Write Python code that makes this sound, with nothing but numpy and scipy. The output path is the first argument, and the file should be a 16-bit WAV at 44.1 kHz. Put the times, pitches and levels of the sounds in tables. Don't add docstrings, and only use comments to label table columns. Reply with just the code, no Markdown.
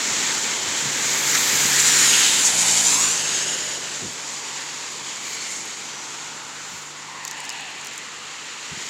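import sys
import numpy as np
from scipy import signal
from scipy.fft import rfft, irfft, next_fast_len
from scipy.io import wavfile
from scipy.ndimage import map_coordinates

SR = 44100
rng = np.random.default_rng(int(sys.argv[2]) if len(sys.argv) > 2 else 0)


def wav_record(signal):
    frames = np.transpose(np.atleast_2d(signal))
    bounded = np.clip(frames, -1, 1)
    quanta = np.round(bounded * 32767).astype(np.int16)
    wavfile.write(sys.argv[1], SR, quanta)


N = 392049
T = np.arange(N) / SR

# [t/s, relative level/dB, ring f/Hz, burst/ms, crackle against ring/dB]
WATER_DROPS = [(4.131, -26, 10980, 1.3, -2), (4.92, -32, 11000, 1.3, -2), (5.349, -29, 9970, 1.3, -2),
               (5.6558, -27, 10000, 1.3, -2), (7.2502, -15, 5200, 1.5, 3), (7.2775, -14.5, 4930, 1.5, -9),
               (7.311, -17, 6000, 1.6, 1), (7.377, -37, 9500, 7, -4), (7.4025, -24, 8100, 2.5, -4),
               (7.44, -30, 8200, 3.5, -1), (7.451, -22, 5500, 2, -5), (7.461, -32, 8000, 2, -7),
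               (7.4924, -13.5, 5300, 1.5, -4), (7.501, -17, 5100, 1.5, -13), (7.527, -28, 9500, .7, -3),
               (7.607, -32, 8700, 4, -4), (7.704, -35, 8000, 2, -4), (7.812, -30, 7500, 2, -3),
               (7.8469, -21, 5470, 1.5, -3), (7.858, -28, 9500, 2.5, -2), (7.8698, -19, 6000, 1.3, 0),
               (7.934, -29, 7500, 1.3, 0), (7.958, -28, 9000, 1.3, -2), (7.9783, -19, 7350, 1.5, -4)]
# [t/s, level/dB, bell length/s, centre f/Hz]
SOFT_THUDS = [(.12, -45, .022, 110), (.22, -42, 0.063, 188), (.68, -44, 0.013, 109), (.86, -37, 0.022, 134),
              (1.545, -33, 0.01, 159), (1.655, -35, 0.017, 138), (4.04, -35.5, 0.017, 230),
              (4.05, -39, 0.024, 115), (4.085, -39, .014, 190), (6.74, -45, 0.012, 125),
              (8.73, -37, .01, 110), (8.775, -37.5, 0.0043, 167)]
# [t/s, level/dB, bell length/s, centre f/Hz]
BRIGHT_RUSTLES = [(5.3, -51, .05, 12500), (6.76, -57, 0.08, 12500)]
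DRIPS_PER_S, DRIPS_DB = 21, -33

# [t/s, length/s, tread level/dB, tread f/Hz, glide/Hz (added coming, taken off going),
# hiss level/dB, reflection lag/ms, lag drift/(ms per s), reflection strength 0-1]
FAR_PASSES = [(4.47, 0.19, -43.5, 986, -40.5, -40, 1.1, 0, .25),
              (5.095, 0.3, -48, 1085, -1.5, -46, 0.92, 0, 0.4),
              (6.3, 0.46, -45.5, 981, -30, -46, 1.3, 0, .15),
              (7.419, 0.33, -43, 919, 130, -38.5, 1.12, .2, 0.2),
              (8.448, 0.79, -47.5, 1147, 60, -39, 0.71, 0, 0.13)]
# [f/Hz, level/dB per Hz]
FAR_HISS_COLOUR = [(900, -35), (1400, -6), (1950, 4), (2300, 0.5), (2750, 1.5), (3500, -3), (4500, -3.5),
                   (6000, -31), (9000, -29)]
FAR_TREAD_WIDTH_HZ, FAR_HISS_LAG_S = 340, 0.14

# [t/s, bell length/s, level/dB, f/Hz, glide/(Hz per s), width/Hz]
NARROW_BANDS = [(.7, 0.27, -39, 3070, 0, 453), (1.349, 0.48, -33.5, 1910, 60, 800),
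                (2.12, .012, -37, 1556, 9000, 150), (2.153, .008, -29, 2500, 55001, 300),
                (2.68, 0.11, -37, 862, -200, 360), (2.979, 0.11, -33.5, 1031, 899.5, 300),
                (3.418, 0.31, -37.5, 2913, 300, 450), (3.502, 0.16, -43, 1617, 300.5, 350),
                (4.6, 0.42, -48, 4760, 0, 450), (5.1, .07, -42, 3320, -0.5, 400),
                (5.418, 0.24, -42.5, 2210, -150, 400), (5.36, 0.12, -41, 4420, -1.5, 500),
                (5.972, 0.099, -45, 5950, -400, 450), (6.45, 0.47, -45.5, 1390, 1, 252),
                (7.15, 0.089, -43, 1035, -250, 250), (7.3, 0.26, -45, 1887, -300, 280),
                (7.58, 0.16, -40.5, 2715, -150, 550), (7.981, .09, -44, 2040, -700, 400)]

# [f/Hz, level/dB per Hz]
RUMBLE_COLOUR = [(20, -43), (40, -43), (70, -15), (120, -8), (170, -5), (230, 0.5), (300, 0.5), (390, 0.5),
                 (490, 0.5), (580, -3), (690, -4), (900, 1), (1600, -26)]
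SLOSH_COLOUR = [(900, -60), (1250, -4), (1600, -1), (2200, 0), (3000, -2.5), (4000, -4.5), (6000, -8)]
SPRAY_COLOUR = [(2000, -7), (3200, -1), (4200, 2.5), (5400, 0.5), (6500, 3.5), (7600, 0), (8600, -9.5),
                (10000, -20.5), (14000, -53)]
MIST_COLOUR = [(5500, -12), (8000, 3), (9500, 0.5), (11500, -3), (13500, -4.5), (16000, -10)]
# [t/s, level/dB, bell length/s, centre f/Hz]
PUDDLE_SPLASHES = [(.3, -31, 0.024, 1690), (1.353, -22, 0.005, 4970), (1.356, -24.5, 0.015, 1650),
                   (1.5, -33, 0.28, 12400), (1.535, -28, 0.008, 2000), (1.8, -22.5, 0.0075, 6500),
                   (1.87, -26, 0.011, 6400), (2.01, -29, 0.015, 6000), (2.14, -20, 0.012, 2650),
                   (2.28, -23.5, 0.12, 3130), (2.46, -21.5, 0.02, 6100), (2.95, -29, 0.15, 6830),
                   (2.97, -46, 0.14, 14000), (5.53, -38.5, 0.064, 6200)]
# [t/s, level/dB]
WET_TYRE_LEVEL = [(0, -25), (.28, -24.5), (.6, -26.5), (1.05, -24.5), (1.38, -21.5), (1.7, -18),
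                  (1.82, -16), (2.05, -13.5), (2.35, -17.5), (2.95, -19.5), (3.15, -22), (3.42, -24.5),
                  (4.05, -34), (5.15, -34), (5.52, -33.5), (5.9, -36), (7.15, -41.5), (8.62, -40.5),
                  (8.89, -34.5)]
ABREAST_S, PASS_S = 2.7, .35
EMERGE_S, EMERGE_TAKES_S = 1.65, 0.16
# [level at the loudest hiss/dB, share of the hiss's swing,
# added coming on/dB, added abreast/dB, added behind the fence/dB]
RUMBLE_BALANCE = (-34.5, 0.5, 0.1, -1, 3.5)
TREAD_BALANCE = (-36, 0.42, 1.5, 0.5, 1)
SLOSH_BALANCE = (-21.5, 0.72, 0.64, -2, 0)
SPRAY_BALANCE = (-20, 0.9737, -1.8, 0.5, 3.5)
MIST_BALANCE = (-29, 0.93, 1.4, 6, -4)
MIST_TOP_DB, MIST_TOP_AHEAD_DB, MIST_TOP_ABREAST_DB = -5, 3.5, -14
TREAD_HZ, TREAD_DIP_HZ, TREAD_WIDTH_HZ = 1056.7, 275, 410

# [t/s, f/Hz]
FIRING_RATE = [(0, 72), (1.1, 72), (1.5, 70.7), (1.95, 71.5), (2.18, 69.8), (2.4, 62.8), (2.58, 59),
               (2.75, 57.1), (2.97, 55.7), (3.15, 52.7), (3.3, 50.6), (3.6, 49.4), (3.95, 48.2),
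               (4.3, 47.2), (6.1, 48.2), (7.7, 49.8), (8.89, 49)]
# [t/s, level/dB]
ENGINE_LOUDNESS = [(0, -72.5), (.75, -66), (1, -57.5), (2, -47.5), (2.18, -49), (2.36, -46.5), (2.75, -42),
                   (3.05, -49), (3.3, -57), (4.25, -69), (5, -68.5), (5.6, -72.5), (7.2, -65),
                   (8.89, -74.5)]
# [relative level/dB, added abreast/dB, added coming on/dB]
FIRING_ORDERS = [(-11.5, 1, -6), (-1.5, -4.5, -0.5), (0, 2.5, -2), (-1, -3, -2.5), (-9, -2, -4)]
# [f/Hz, width/Hz, boost/dB]
EXHAUST_BOOMS = [(144.1, 10, 13.5), (275, 15, 12)]
WAKE_S, WAKE_LENGTH_S, WAKE_DB, WAKE_HZ = 3.5, 0.41, -41.5, 504

# [t/s, extra travel time/ms, strength 0-1]
NEAR_REFLECTION = [(0, .53, .04), (1.65, .5, .06), (1.85, .54, .12), (2.1, .61, .15), (2.4, .66, .12),
                   (2.58, .9, .12), (2.68, .95, .24), (2.9, .835, .24), (3.02, .74, .23), (3.18, .65, .23),
                   (3.4, .63, .21), (3.6, .585, .24), (3.78, .6, .21), (4, .7, .09), (4.3, .88, .05),
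                   (5.2, .9, .07), (5.5, .975, .2), (5.8, .88, .08), (6.5, .66, .05), (8.89, .9, .05)]
# [lag after the first path/ms, signed share of the reflection's strength]
REFLECTED_PATHS = [(0, 1), (.05, -.5), (.1, .65), (.24, -.5), (.44, .3), (.7, .3)]
REFLECT_BAND_HZ = (1900, 15500)
REFLECT_FLICKER, REFLECT_JITTER_MS = .35, .008
ONCOMING_LAG_MS, ONCOMING_STRENGTH, ONCOMING_BELOW_HZ = 0.52, 0.1, 4900

PORT_HZ, PORT_WIDTH_HZ, PORT_DB = 7124, 940, 9.5
CUTOFF_HZ = 15900


def from_db(db):
    return 10 ** (np.asarray(db) / 20)


def rms_one(x):
    return x / np.sqrt(np.mean(x ** 2) + 1e-20)


def in_time(rows):
    s, *columns = np.transpose(rows)
    return [np.interp(T, s, column) for column in columns]


def bell(s, length):
    return np.exp(-.5 * ((T - s) / length) ** 2)


def filtered(x, order, hz, kind):
    return signal.sosfilt(signal.butter(order, hz, kind, fs=SR, output="sos"), x)


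def filtered_in_step(x, hz, kind):
    return signal.sosfiltfilt(signal.butter(2, hz, kind, fs=SR, output="sos"), x)


def drift(rate):
    count = N // 20
    hz = np.fft.rfftfreq(count, 20 / SR)
    slow = irfft(rfft(rng.standard_normal(count)) / (1 + (hz / rate) ** 2))
    return np.interp(np.arange(N) / 20, np.arange(len(slow)), rms_one(slow))


def coloured(x, spectrum):
    size = next_fast_len(N)
    hz, db = np.transpose(spectrum)
    log_hz = np.log(np.fft.rfftfreq(size, 1 / SR) + 1)
    gain = from_db(np.interp(log_hz, np.log(hz), db, left=-np.inf, right=-np.inf))
    return rms_one(irfft(rfft(x, size) * gain, size)[:N])


def resonate(x, hz, width_hz):
    r = np.exp(-np.pi * width_hz / SR)
    feed = np.array([1, 0, -1]) * (1 - r * r) / 2
    return signal.lfilter(feed, [1, -2 * r * np.cos(2 * np.pi * hz / SR), r * r], x)


def resonate_twice(x, hz, width_hz):
    return resonate(resonate(x, hz, width_hz), hz, width_hz)


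def gliding_band(hz, width_hz):
    a, b = filtered(rng.standard_normal((2, N)), 2, width_hz / 2, "low")
    phase = 2 * np.pi * np.cumsum(hz) / SR
    return rms_one(a * np.cos(phase) + b * np.sin(phase))


def shaped(noise, envelope):
    return rms_one(noise * envelope) * np.sqrt(np.mean(envelope ** 2))


def add(out, s, sound):
    sound = sound[max(-int(s * SR), 0):]
    start = int(np.clip(s * SR, 0, N))
    out[start:start + len(sound)] += sound[:N - start]


def droplets(per_s, spread_db):
    born = rng.random(N) < per_s / SR
    size_db = spread_db * np.minimum(rng.exponential(1, N), 4)
    return born * rng.choice([-1, 1], N) * from_db(size_db)


def swells(rows, relative_width):
    out = np.zeros(N)
    t = np.arange(-SR, SR) / SR
    for s, db, length, hz in rows:
        burst = resonate_twice(rng.standard_normal(len(t)), hz, relative_width * hz)
        add(out, s + t[0], from_db(db) * shaped(burst, np.exp(-.5 * (t / length) ** 2)))
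    return out


def bearing(s, pass_s):
    along = (s - T) / pass_s
    abreast = 1 / (1 + along ** 2)
    return along * np.sqrt(abreast), abreast


def reflected(x, mirror, paths):
    out, power = x, 1
    for lag_ms, strength in paths:
        late = map_coordinates(mirror, [np.arange(N) - lag_ms * SR / 1000], order=3)
        out = out + strength * late
        power = power + strength ** 2
    return out / np.sqrt(power)


def drips():
    return from_db(DRIPS_DB) * resonate(droplets(per_s=DRIPS_PER_S, spread_db=2.0), 9300, 4400)


def rustles():
    return swells(BRIGHT_RUSTLES, relative_width=0.89)


def thuds():
    return filtered(swells(SOFT_THUDS, relative_width=0.89), 3, 55, "high")


def spatter(rise_s, decay_s, tail_db, tail_s, ring_width_hz):
    out, t = np.zeros(N), np.arange(SR // 20) / SR
    for s, db, hz, burst_ms, crackle_db in WATER_DROPS:
        after_burst = np.maximum(t - burst_ms / 1000, 0)
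        fall = np.exp(-after_burst / decay_s) + from_db(tail_db) * np.exp(-t / tail_s)
        shape = (1 - np.exp(-t / rise_s)) * fall
        ring, crackle = rng.standard_normal((2, len(t)))
        burst = rms_one(resonate_twice(ring, hz, ring_width_hz)) + from_db(crackle_db) * crackle
        add(out, s, from_db(db - 12.5) * shaped(burst, shape))
    return filtered(out, 2, [2100, 13500], "band")


def far_traffic():
    out = 0
    for s, length, tread_db, tread_hz, glide_hz, hiss_db, lag_ms, ms_per_s, strength in FAR_PASSES:
        ahead, _ = bearing(s, length)
        tread = from_db(tread_db) * gliding_band(tread_hz + glide_hz * ahead, FAR_TREAD_WIDTH_HZ)
        hiss = from_db(hiss_db) * coloured(rng.standard_normal(N), FAR_HISS_COLOUR)
        swell = bell(s, length)
        late_swell = np.interp(T - FAR_HISS_LAG_S, T, swell)
        direct = tread * swell + hiss * late_swell
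        out = out + reflected(direct, direct, [(lag_ms + ms_per_s * (T - s), strength)])
    return filtered(out, 4, 650, "high")


def narrow_bands():
    out = 0
    for s, length, db, hz, glide, width_hz in NARROW_BANDS:
        band = gliding_band(hz + glide * (T - s), width_hz)
        out = out + from_db(db) * bell(s, length) * band
    return out


def heard_db(balance):
    loudest_db, share, ahead_db, abreast_db, hidden_db = balance
    hiss_db, = in_time(WET_TYRE_LEVEL)
    ahead, abreast = bearing(ABREAST_S, PASS_S)
    hidden = .5 + .5 * np.tanh((EMERGE_S - T) / EMERGE_TAKES_S)
    swing_db = share * (hiss_db - hiss_db.max())
    return loudest_db + swing_db + ahead_db * ahead + abreast_db * abreast + hidden_db * hidden


def wake():
    return from_db(WAKE_DB) * bell(WAKE_S, WAKE_LENGTH_S) * gliding_band(np.full(N, WAKE_HZ), width_hz=360)


def engine():
    hz, = in_time(FIRING_RATE)
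    level_db, = in_time(ENGINE_LOUDNESS)
    phase = 2 * np.pi * np.cumsum(hz * (1 + 0.003 * drift(4.3))) / SR
    ahead, abreast = bearing(ABREAST_S, PASS_S)
    out = 0
    for k, (db, abreast_db, ahead_db) in enumerate(FIRING_ORDERS, 1):
        boom = 1
        for boom_hz, width_hz, boom_db in EXHAUST_BOOMS:
            off_centre = 2 * (k * hz - boom_hz) / width_hz
            boom = boom + (from_db(boom_db) - 1) / (1 + off_centre ** 2)
        order_db = level_db + db + abreast_db * abreast + ahead_db * ahead + 1.1 * drift(4.0)
        out = out + boom * from_db(order_db) * np.sin(k * phase)
    return out


def tyres():
    _, abreast = bearing(ABREAST_S, PASS_S)
    rumble = from_db(heard_db(RUMBLE_BALANCE)) * coloured(rng.standard_normal(N), RUMBLE_COLOUR)
    roar = gliding_band(TREAD_HZ - TREAD_DIP_HZ * abreast ** 2, TREAD_WIDTH_HZ)
    tread = from_db(heard_db(TREAD_BALANCE) + 1.0 * drift(22)) * roar
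    return rumble + tread


def thrown_water():
    ahead, abreast = bearing(ABREAST_S, PASS_S)
    film = drift(13) * (1 + 0.65 * abreast)
    slosh_db = heard_db(SLOSH_BALANCE) + 0.2 * film + 0.78 * drift(11.0)
    slosh = from_db(slosh_db) * coloured(rng.standard_normal(N), SLOSH_COLOUR)
    spray_db = heard_db(SPRAY_BALANCE) + 0.93 * film + 0.27 * drift(35)
    spray = from_db(spray_db) * coloured(droplets(per_s=20000, spread_db=3.0), SPRAY_COLOUR)
    mist_db = heard_db(MIST_BALANCE) + .5 * film
    mist = from_db(mist_db) * coloured(droplets(per_s=12000, spread_db=3.0), MIST_COLOUR)
    top_db = MIST_TOP_DB + MIST_TOP_AHEAD_DB * ahead + MIST_TOP_ABREAST_DB * abreast
    top_trim = (from_db(top_db) - 1) * filtered_in_step(mist, 11500, "high")
    return slosh + spray + mist + top_trim


def splashes():
    return swells(PUDDLE_SPLASHES, relative_width=0.64)


def car():
    direct = tyres() + thrown_water() + splashes()
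    ahead, _ = bearing(ABREAST_S, PASS_S)
    lows = filtered_in_step(direct, ONCOMING_BELOW_HZ, "low")
    direct = reflected(direct, lows, [(ONCOMING_LAG_MS, ONCOMING_STRENGTH * np.maximum(ahead, 0))])
    mirror = filtered_in_step(direct, REFLECT_BAND_HZ, "band")
    first_lag_ms, full_strength = in_time(NEAR_REFLECTION)
    paths = []
    for later_ms, share in REFLECTED_PATHS:
        lag_ms = first_lag_ms + later_ms + REFLECT_JITTER_MS * drift(14)
        strength = full_strength * share * (1 + REFLECT_FLICKER * drift(8.9))
        paths.append((lag_ms, strength))
    return reflected(direct, mirror, paths) + wake() + engine()


def scene():
    drops = spatter(rise_s=0.00023, decay_s=0.00084, tail_db=-12.0, tail_s=0.0058, ring_width_hz=2800)
    near = drips() + rustles() + thuds() + drops
    return np.tile(near + far_traffic() + narrow_bands() + car(), (2, 1))


def record(dry):
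    voiced = dry + (from_db(PORT_DB) - 1) * resonate(dry, PORT_HZ, PORT_WIDTH_HZ)
    return signal.sosfilt(signal.ellip(12, .1, 80, CUTOFF_HZ, fs=SR, output="sos"), voiced)


dry = scene()
out = record(dry)
wav_record(out)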